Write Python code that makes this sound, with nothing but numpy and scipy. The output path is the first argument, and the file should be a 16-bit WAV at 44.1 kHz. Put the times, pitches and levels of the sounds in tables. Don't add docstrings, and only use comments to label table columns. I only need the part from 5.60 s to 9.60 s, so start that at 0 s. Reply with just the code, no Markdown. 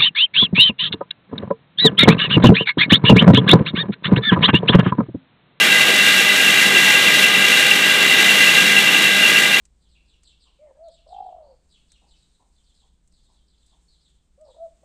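import sys
import numpy as np
from scipy import signal
from scipy.fft import rfft, irfft
from scipy.io import wavfile

SR = 44100
rng = np.random.default_rng(int(sys.argv[2]) if len(sys.argv) > 2 else 0)


def master_out(mix):
    frames = np.transpose(np.atleast_2d(mix))
    ceiling = np.clip(frames, -1, 1)
    pcm = np.round(ceiling * 32767).astype(np.int16)
    wavfile.write(sys.argv[1], SR, pcm)


N = 176400
TIME = np.arange(N) / SR
WHEEL_HZ, FAST_SHAFT_HZ, SLOW_SHAFT_HZ = 55.16, 65.6, 48.63


def grinding(clock, pressure_db, mains_hz=50):
    # pitch in Hz, width in Hz, level in dB.
    ring_notes = [(191.6, 30, -39.5), (497.6, 18, -39), (1592, 41, -30.5), (1942, 50, -30.5),
                  (2017, 87, -23.5), (2353, 114, -25.5), (3176, 120, -29), (3392, 160, -26),
                  (3567, 78, -30), (3845, 45, -28.5)]
    # frequency in Hz, relative level in dB.
    rasp_colour = [(100, -46), (900, -25), (1350, -12), (1470, -2), (1750, -1), (1900, 0), (2170, -2),
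                   (2550, -4), (2780, 7), (2980, -1.5), (3500, -6), (3700, -3), (4100, -6), (4600, -11.5),
                   (5300, -17.5), (8000, -36)]
    hiss_colour = [(100, -45), (3000, -18), (4500, -1), (5100, -2.5), (5500, 0.5), (7000, -.5),
                   (8200, -2.5), (9000, -5), (11300, -6.5), (13500, -10), (15000, -13)]
    turn = cycle(WHEEL_HZ, clock).real
    mains = cycle(mains_hz, TIME)
    rings = sum(from_db(db) * resonance(hz, width) for hz, width, db in ring_notes)
    rings *= 1 + 0.28 * turn
    rasp = from_db(-17) * noise(rasp_colour) * (1 + 0.064 * turn)
    pulsing = 1 + 0.083 * turn + 0.085 * mains.real + 0.06 * (mains ** 2).real
    hiss = from_db(-24 + pressure_db) * room(noise(hiss_colour)) * pulsing
    return room(rings + rasp) * from_db(0.68 * pressure_db) + hiss


def squeal(pitch_hz, holder_hz=2713, holder_width_hz=30, scrape_lag_s=0.004):
    # turns per second, time of the first press
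    # in seconds, swell in dB, how far the squeal's wave is pulled back in radians.
    spinning_parts = [(WHEEL_HZ, .0077, 6.8, .3), (FAST_SHAFT_HZ, .0092, 6.2, .1),
                      (SLOW_SHAFT_HZ, .0155, 2.8, .1)]
    swell_db = 0
    phase = 2 * np.pi * np.cumsum(pitch_hz) / SR
    for rate, first_s, depth_db, sag in spinning_parts:
        angle = 2 * np.pi * rate * (TIME - first_s)
        swell_db += depth_db * np.cos(angle)
        phase -= sag * np.sin(angle)
    waver = 1 + 0.15 * flutter(rate_hz=5)
    tone = from_db(swell_db) * (np.exp(1j * phase) * waver).real
    holder_filter = signal.iirpeak(holder_hz, holder_hz / holder_width_hz, fs=SR)
    holder = signal.lfilter(*holder_filter, tone)
    late_swell_db = np.interp(TIME - scrape_lag_s, TIME, swell_db)
    scrape = from_db(0.55 * late_swell_db) * resonance(hz=2825, width_hz=120)
    return from_db(-18.8) * unit_power(holder) + from_db(-25.5) * unit_power(scrape)


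def drive(clock, base_hz=404.8):
    # multiple of the base pitch, level in dB, roughness (0 is smooth).
    overtones = [(3, -40.5, 0.98), (4, -24.5, 0.58), (5, -24.5, 0.25), (6, -33, 1)]
    whine = 0
    for multiple, db, roughness in overtones:
        waver = 1 + roughness * flutter(rate_hz=14.4)
        throb = 0.27 * cycle(FAST_SHAFT_HZ - WHEEL_HZ, clock).real
        tone = (waver + throb) * cycle(multiple * base_hz, clock)
        whine += from_db(db) * unit_power(tone.real)
    return whine


def motors(steady_part=0.6):
    # pitch in Hz, level in dB, rate of wavering in Hz.
    hum_notes = [(199.6, -39, 2.5), (396, -40.5, 2.7), (621, -40, 11.4), (794.4, -41.5, 4),
                 (813.6, -43.5, 3.4), (849, -44, 6), (1153, -44, 3), (1205, -40.5, 1), (1550, -47, 5.4),
                 (2372, -64, 7), (3400, -69, 5), (3826, -35.5, 6.1)]
    hum = 0
    for hz, db, waver_hz in hum_notes:
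        tone = (steady_part + flutter(waver_hz)) * cycle(hz, TIME)
        hum += from_db(db) * unit_power(tone.real)
    return hum


def knocks(rise_s=0.017):
    # start in seconds, peak level in dB.
    bumps = [(0.273, -23), (1.15, -26.5), (2.58, -30.5)]
    level = 0
    for start_s, db in bumps:
        age = np.maximum(TIME - start_s, 0) / rise_s
        level += from_db(db) * age * np.exp(1 - age)
    return level * resonance(hz=283, width_hz=380)


def rumble():
    # frequency in Hz, relative level in dB.
    hall_colour = [(25, -28), (60, -29), (88, -20), (118, -12.5), (150, -1.5), (280, 0), (440, -3),
                   (700, -4), (1000, -6.5), (1200, -2.5), (1500, -9), (3000, -26.5)]
    # time in seconds, relative level in dB.
    swells = [(0.0, -25.5), (0.27, -25), (0.29, -25), (0.34, -27), (1.46, -24.5), (2.13, -27),
              (2.71, -24.5), (3.15, -26), (3.48, -24.5), (3.51, -29.5), (3.63, -25.5), (4.0, -27)]
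    level_db = curve(swells)
    return from_db(-26.5 + level_db - level_db.mean()) * room(noise(hall_colour))


def room(sound, fade_s=0.3, echo_db=-13):
    tail = rng.standard_normal(N) * from_db(-60 * TIME / fade_s)
    echoes = irfft(rfft(sound) * rfft(tail / np.linalg.norm(tail)), N)
    return (sound + from_db(echo_db) * echoes) / np.sqrt(1 + from_db(echo_db) ** 2)


def resonance(hz, width_hz):
    r = np.exp(-np.pi * width_hz * np.sqrt(2) / SR)
    band = [1 - r, 0, r - 1, 1, -2 * r * np.cos(2 * np.pi * hz / SR), r * r]
    ringing = signal.sosfilt([band, band], rng.standard_normal(N + SR))
    return unit_power(ringing[SR:])


def noise(colour):
    hz, db = np.transpose(colour)
    all_hz = np.maximum(np.fft.rfftfreq(N, 1 / SR), 1)
    gains = from_db(np.interp(np.log(all_hz), np.log(hz), db))
    return unit_power(irfft(rfft(rng.standard_normal(N)) * gains, N))


def drift(rate_hz):
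    step, warm_up = 40, 2000
    r = np.exp(-2 * np.pi * step * rate_hz / SR)
    jitter = rng.standard_normal(N // step + warm_up + 2)
    slow = signal.lfilter([1], [1, -2 * r, r * r], jitter)[warm_up:]
    return np.interp(np.arange(N) / step, np.arange(len(slow)), unit_power(slow))


def flutter(rate_hz):
    return (drift(rate_hz) + 1j * drift(rate_hz)) / np.sqrt(2)


def cycle(hz, clock):
    return np.exp(2j * np.pi * (hz * clock + rng.random()))


def curve(rows):
    return np.interp(TIME, *np.transpose(rows))


def from_db(db):
    return 10 ** (np.asarray(db) / 20)


def unit_power(x):
    return x / np.sqrt(np.mean(np.abs(x) ** 2) + 1e-20)


def scene():
    # time in seconds, pitch in Hz.
    pitch_points = [(0, 2816.5), (1.4, 2820), (1.85, 2817.5), (2.45, 2822.5), (3.0, 2819), (4, 2821)]
    # time in seconds, relative level in dB.
    pressure_points = [(0.0, -22), (0.1, -23.5), (1.16, -22.5), (1.19, -21.5), (1.21, -23), (1.28, -21.5),
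                       (1.4, -22.5), (1.64, -21.5), (1.66, -25), (1.99, -22), (2.17, -24.5), (2.27, -22.5),
                       (2.41, -25), (2.62, -22), (2.94, -22), (3.53, -25), (3.78, -22), (4.0, -24.5)]
    pitch_hz = curve(pitch_points) * (1 + 0.00022 * drift(rate_hz=1.56))
    speed = 1 + 0.78 * (pitch_hz / pitch_hz.mean() - 1)
    clock = np.cumsum(speed) / SR
    pressure_db = curve(pressure_points)
    pressure_db = pressure_db - pressure_db.mean() + 0.9 * drift(rate_hz=18)
    tones = (squeal(pitch_hz) + drive(clock)) * from_db(0.31 * pressure_db)
    return (tones + grinding(clock, pressure_db) + motors() + rumble() + knocks())[None]


def record(dry, cutoff_hz=15300):
    rounded = dry / (1 + (dry / 0.95) ** 8) ** (1 / 8)
    treble_cut = signal.ellip(12, 0.1, 90, cutoff_hz, fs=SR, output="sos")
    return signal.sosfilt(treble_cut, rounded)


dry = scene()
out = record(dry)
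master_out(out)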